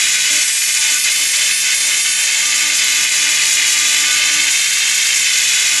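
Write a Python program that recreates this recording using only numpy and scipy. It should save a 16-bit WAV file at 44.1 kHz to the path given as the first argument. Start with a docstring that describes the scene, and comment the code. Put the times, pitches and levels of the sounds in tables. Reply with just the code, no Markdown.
"""A hand-held laser cleaner strips rust from a steel beam in a humming workshop.
From the start, a mirror whips the spot along a line about 300 times a second, and rust bursts off in a
hiss, coloured by an echo off the steel. For about two seconds the hiss sputters over bare patches, while
each crossing of a plate's edge snaps, making a hard buzz. Then the glowing plume swells and throbs, and
the buzz returns softly at three seconds. Near 4.5 seconds the plume shrinks; the hiss runs to the end."""
import sys
import numpy as np
from scipy import signal
from scipy.fft import rfft, irfft
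from scipy.io import wavfile
from scipy.ndimage import uniform_filter1d, map_coordinates

SR = 44100
rng = np.random.default_rng(int(sys.argv[2]) if len(sys.argv) > 2 else 0)


def unload_audio(sound):
    """Save the sound as a 16-bit wav file, at the path given as the first command line argument."""
    columns = np.transpose(np.atleast_2d(sound))
    # keep every value between -1 and 1, then stretch to whole-number steps
    steps = np.round(np.clip(columns, -1, 1) * 32767)
    wavfile.write(sys.argv[1], SR, steps.astype(np.int16))


N = 255780
SCAN_HZ = 299.095  # the mirror's trips out and back each second


def undb(db):
    """Turn decibels into a number to multiply by."""
    return 10 ** (np.asarray(db) / 20)


def unit(x):
    """Scale a signal to an average power of 1."""
    return x / np.sqrt(np.mean(x ** 2))


def curve(table):
    """Join (seconds, value) rows with straight lines, at every sample."""
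    times, values = np.transpose(table)
    return np.interp(np.arange(N) / SR, times, values)


def gate(start, length, attack_s, release_s):
    """Fade in from 0 to 1, hold, and fade out."""
    t = np.arange(N) / SR - start
    return np.clip(t / attack_s, 0, 1) * np.clip((length - t) / release_s, 0, 1)


def drift(rate):
    """A smooth random wobble, about 1 in size, that turns about rate times a second."""
    step = int(SR / rate)
    held = np.repeat(rng.standard_normal(N // step + 2), step)
    return unit(uniform_filter1d(held[rng.integers(step):][:N], step))


def gain_at(hz, spectrum):
    """Look up the gain at any frequency in (Hz, dB) rows."""
    freqs, db = np.transpose(spectrum)
    return undb(np.interp(np.log(np.maximum(hz, 1)), np.log(freqs), db))


def shaped(x, spectrum, size=1024):
    """Filter a sound by (Hz, dB) rows."""
    cepstrum = irfft(np.log(gain_at(np.fft.rfftfreq(size, 1 / SR), spectrum)))
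    # fold it so the filter rings only after a sound, never before
    cepstrum[1:size // 2] *= 2
    cepstrum[size // 2 + 1:] = 0
    return signal.fftconvolve(x, irfft(np.exp(rfft(cepstrum))))[:N]


def colour(x, spectrum):
    """Filter a sound, then scale its power to 1."""
    return unit(shaped(x, spectrum))


def clicks(times, sizes, reach=8):
    """Clean clicks that can fall between samples."""
    at = times[:, None] * SR
    taps = np.floor(at).astype(int) + np.arange(1 - reach, reach + 1)
    shape = np.sinc(taps - at) * np.cos(np.pi * (taps - at) / (2 * reach)) ** 2
    return np.bincount(np.clip(taps, 0, N).ravel(), (shape * sizes[:, None]).ravel(), N + 1)[:N]


def scan_phase():
    """How far the mirror has gone through its cycles, in radians."""
    return 2 * np.pi * SCAN_HZ * np.arange(N) / SR


# The hum of motors. Each row: pitch in Hz, level in dB.
MOTOR_TONES = [(53.8, -66), (199.2, -55)]
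# The rush of fans. Each row: frequency in Hz, relative level in dB.
FAN_SPECTRUM = [(40, -43), (55, -2), (70, 0), (150, 1.5), (260, -16), (600, 1.5), (2000, -12), (12000, -15)]
def machines(fan_db=-51):
    """Fans and motors drone on in the hall."""
    t = np.arange(N) / SR
    hum = sum(undb(db + drift(4)) * np.sin(2 * np.pi * hz * t + .2 * drift(3)) for hz, db in MOTOR_TONES)
    return np.sqrt(2) * hum + undb(fan_db) * colour(rng.standard_normal(N), FAN_SPECTRUM)


def hall_echo(x, echo_db=-21, fade_s=0.22):
    """The hall adds a faint, short tail to a sound."""
    t = np.arange(SR // 2) / SR
    tail = rng.standard_normal(len(t)) * np.exp(-np.log(1000) * t / fade_s)
    return x + undb(echo_db) * signal.fftconvolve(x, tail / np.linalg.norm(tail))[:N]


# How late the echo off the steel is as the hand moves. Each row: time in seconds, delay in milliseconds.
ECHO_DELAY = [(0.05, 2.085), (0.51, 2.042), (2.32, 1.961), (2.67, 1.996), (3.13, 2.051), (3.69, 2.097),
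              (4.11, 2.008), (4.44, 1.957), (5.02, 1.934), (5.15, 1.95), (5.48, 2.05), (5.74, 2.07)]
# What the steel throws back. Each row: frequency in Hz, gain in dB.
STEEL_SPECTRUM = [(1000, -18.5), (1750, -15), (2200, -5.5), (3100, -5.5), (3700, -4), (4550, -3),
                  (5200, -8.5), (6300, -8), (7300, -4.5), (8600, -5), (11500, -5)]
def steel_reflection(x, direct_db=-1):
    """An echo off the beam cancels some pitches and boosts others; they slide as the hand moves."""
    delay = curve(ECHO_DELAY) * SR / 1000
    echo = map_coordinates(shaped(x, STEEL_SPECTRUM), [np.arange(N) - delay], order=3)
    return undb(direct_db) * (x + echo)


# How thickly the rust bursts off. Each row: time in seconds, level in dB.
BURN_LEVEL = [(0, -11), (.22, -12.5), (.37, -10), (.52, -16.5), (.7, -14.5), (.9, -10), (1.08, -12.5),
              (1.21, -12.5), (1.5, -13), (1.7, -12.5), (2.15, -15), (2.7, -12.5), (3.6, -10), (4.45, -11),
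              (4.68, -14), (5, -12), (5.55, -10), (5.8, -11.5)]
USUAL_BURN_DB = -13
# Nearly bare spots where the hiss sputters. Each row: start in seconds, length in seconds, dip in dB.
BARE_PATCHES = [(0.434, 0.046, -7), (0.483, 0.068, -3.5), (.58, 0.037, -6), (0.632, 0.054, -5.5),
                (.705, .045, -8), (.775, .045, -5.5), (0.86, .055, -3.5), (.955, 0.093, -9),
                (1.12, 0.039, -4), (1.221, 0.12, -6.5), (1.509, 0.13, -7), (1.743, 0.07, -6),
                (2.007, 0.043, -7), (2.105, 0.083, -4), (3.051, .068, -8), (5.675, 0.046, -3)]
def rust_feed(thinning_share=0.4, catch_s=0.016):
    """How much rust bursts off, in dB above the usual; it thins at each bare patch, then catches again."""
    dips = sum(db * gate(start, length, thinning_share * length, catch_s)
               for start, length, db in BARE_PATCHES)
    return curve(BURN_LEVEL) - USUAL_BURN_DB + dips


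# How big the glowing plume is. Each row: time in seconds, size in dB.
PLUME_SIZE = [(0, -8), (.7, -10), (1.3, -8.5), (1.8, -6), (2.3, -9), (2.62, -0.5), (3.55, -2.5), (3.95, 0),
              (4.42, 1), (4.65, -9), (5.5, -11.5), (5.8, -1)]
# Its throb. Each row: multiple of the scan rate, base level in dB, dB gained per dB of plume size.
THROB_TONES = [(1, -48, 1.3), (2, -50, 1.2), (3, -46, 0.67), (4, -38.5, 0.77)]
# Its flutter and its deeper rumble. Each row: frequency in Hz, relative level in dB.
FLUTTER_SPECTRUM = [(100, -38), (250, 0.5), (400, 0), (700, -3), (1200, 5.5), (2500, -30)]
RUMBLE_SPECTRUM = [(40, -14), (80, -12), (160, 6), (260, -11), (600, -36)]
def plume(feed_db, flutter_db=-42, rumble_db=-53, unsteady_db=2, gust_db=2.0):
    """The hot plume flutters, rumbles and throbs with the mirror, louder with size and with more rust."""
    phase, size_db = scan_phase(), curve(PLUME_SIZE)
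    throb = 0
    for multiple, db, growth in THROB_TONES:
        gain = undb(db + growth * size_db + 0.99 * feed_db + unsteady_db * drift(11))
        throb += gain * np.sin(multiple * phase + 0.2 * drift(11))
    flutter = colour(rng.standard_normal(N), FLUTTER_SPECTRUM)
    flutter *= undb(flutter_db + .6 * size_db + 1.3 * feed_db)
    rumble = colour(rng.standard_normal(N), RUMBLE_SPECTRUM)
    rumble *= undb(rumble_db + 0.45 * size_db + 1.6 * feed_db)
    return np.sqrt(2) * throb + (flutter + rumble) * undb(gust_db * drift(18))


# The plume's flare-ups. Each row: start in seconds, length in seconds, level in dB,
# strongest pitch as a multiple of the scan rate.
FLARES = [(0.299, 0.097, -35.5, 1.48), (.778, 0.15, -41.5, 3.1), (.903, 0.057, -43, 1.2),
          (0.917, 0.07, -27, 4.8), (1.05, .071, -49, 2), (1.19, 0.061, -44, 1.4), (1.365, 0.11, -46.5, 2.2),
          (1.65, 0.17, -54, 2), (1.85, 0.099, -47, 2), (2.16, 0.28, -48, 2.5), (2.42, 0.27, -40, 4),
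          (2.62, 0.13, -45, 1), (3.203, 0.12, -44, 1), (4.06, .11, -27.5, 5), (4.303, .12, -45, 1)]
def flare_ups(spread=0.77, attack_s=.008, release_s=0.014, rough_db=2):
    """The plume flares in sudden spurts of rough, low buzz, each strongest around one pitch."""
    phase, multiples = scan_phase(), np.arange(1, 7)
    tones = np.array([undb(rough_db * drift(90)) * np.sin(k * phase + 0.67 * drift(22))
                      for k in multiples])
    out = 0
    for start, length, db, centre in FLARES:
        weights = np.exp(-((multiples - centre) / spread) ** 2)
        out += unit(weights @ tones) * undb(db) * gate(start, length, attack_s, release_s)
    return out


# The tone of bursting rust. Each row: frequency in Hz, relative level in dB.
HISS_SPECTRUM = [(300, -35), (1000, -24), (1350, -16.5), (1550, -10), (1900, -4), (2220, 0), (2700, -3),
                 (3400, -4.5), (4200, -7.5), (5400, -5.5), (7000, -1.5), (8600, -12), (11300, -13.5),
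                 (12500, -25)]
def rust_hiss(feed_db, scatter_db=3.5, flicker_db=0.2, patchy_db=1.34, dulling=0.067, count=70000):
    """Countless tiny bursts blur into a hiss; patchy rust makes it flicker, and thin rust sounds duller."""
    when, side = rng.random((count, 2)).T
    sizes = undb(scatter_db * rng.standard_normal(count)) * np.sign(side - .5)
    hiss = colour(clicks(when * N / SR, sizes), HISS_SPECTRUM)
    low = signal.sosfiltfilt(signal.butter(2, 4500, fs=SR, output="sos"), hiss)
    treble = (hiss - low) * undb(dulling * np.minimum(feed_db, 0) + patchy_db * drift(45))
    return (low * undb(patchy_db * drift(45)) + treble) * undb(flicker_db * drift(60))


def retrace(drift_hz=7):
    """Each scan meets nearly the same rust as the last, so part of the hiss repeats as wavering tones."""
    phase, out = scan_phase(), 0
    for k in range(5, 40):
        # the lowest tones come from broad patches and repeat best
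        gain = gain_at(k * SCAN_HZ, HISS_SPECTRUM) * (1 + 2.4 * np.exp(-(k - 5) / 0.53))
        out += gain * (drift(drift_hz) * np.cos(k * phase) + drift(drift_hz) * np.sin(k * phase))
    return unit(out)


# When the line lies across the plate's edge. Each row: start in seconds, length in seconds,
# base level of the snaps in dB.
EDGE_SPELLS = [(0, 0.096, -20), (0.298, 0.79, -18.5), (1.098, 0.54, -17.5), (1.714, 0.543, -19.5),
               (3.058, .52, -28), (4.69, 0.078, -20)]
def edge_contact(feed_db, grazing_db=-38.5, slide_s=0.018, bare_boost=0.14):
    """Snaps are faint when the line grazes the edge, strong across it, and hardest on bare steel."""
    across = sum(undb(db) * gate(start, length, slide_s, slide_s) for start, length, db in EDGE_SPELLS)
    return (undb(grazing_db) + across) * undb(-bare_boost * feed_db)


# The gap between the snap going out and the one coming back. 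Each row: time in seconds, share of a scan.
SNAP_GAP = [(0, .35), (1.4, .35), (1.6, .365), (2.1, .31), (2.3, .33), (3.1, .43), (5.8, .45)]
# The tone of a snap. Each row: frequency in Hz, relative level in dB.
SNAP_SPECTRUM = [(300, -38.5), (1000, -24.5), (1600, -8), (2200, -4), (4000, -6), (5500, 0.5), (7000, 0),
                 (9000, -0.5), (11000, -0.5), (12500, -15)]
def edge_snaps(feed_db, jitter_s=4e-6, scatter_db=2.0, wander_s=13e-6, unsteady_db=0.3):
    """The spot snaps over the edge twice a scan, making a buzz; more rust makes the timing less even."""
    centres = np.arange(1, int(N / SR * SCAN_HZ)) / SCAN_HZ
    index = (centres * SR).astype(int)
    half_gap = curve(SNAP_GAP)[index] / SCAN_HZ / 2
    jitter = jitter_s * undb(2 * feed_db[index])
    out = 0
    for side in (-1, 1):
        # the ragged edge changes each snap's timing and size, so the overtones trade strength
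        time_chance, size_chance = rng.standard_normal((len(centres), 2)).T
        times = centres + side * half_gap + wander_s * drift(10)[index] + jitter * time_chance
        sizes = undb(unsteady_db * drift(11)[index] + scatter_db * size_chance)
        out += clicks(times, sizes)
    return colour(out, SNAP_SPECTRUM)


def scene(retrace_db=-14, snap_db=-0.7):
    """Mix the layers into two matching channels; the amount of rust steers hiss, snaps and plume."""
    feed_db = rust_feed()
    burn = (rust_hiss(feed_db) + undb(retrace_db) * retrace()) * undb(USUAL_BURN_DB + feed_db)
    snaps = edge_snaps(feed_db) * edge_contact(feed_db) * undb(snap_db)
    mono = hall_echo(steel_reflection(burn + snaps)) + plume(feed_db) + flare_ups() + machines()
    return np.array([mono, mono])


def even_level(x, target_db=-14, ratio=2.68, window_s=0.031):
    """Pull the loudness toward a target, so the snaps come forward whenever the hiss thins."""
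    power = uniform_filter1d(x ** 2, int(window_s * SR))
    level_db = 10 * np.log10(np.maximum(power, 1e-9))
    return x * undb((target_db - level_db) * (1 - 1 / ratio))


def record(dry, bass_hz=47, top_hz=12000, ceiling=.85):
    """Drop the deepest bass, even out the loudness, round off tall peaks and cut the highest treble."""
    thin = signal.sosfilt(signal.butter(10, bass_hz, "high", fs=SR, output="sos"), dry)
    rounded = ceiling * np.tanh(even_level(thin) / ceiling)
    return signal.sosfilt(signal.ellip(10, .2, 75, top_hz, fs=SR, output="sos"), rounded)


dry = scene()
out = record(dry)
unload_audio(out)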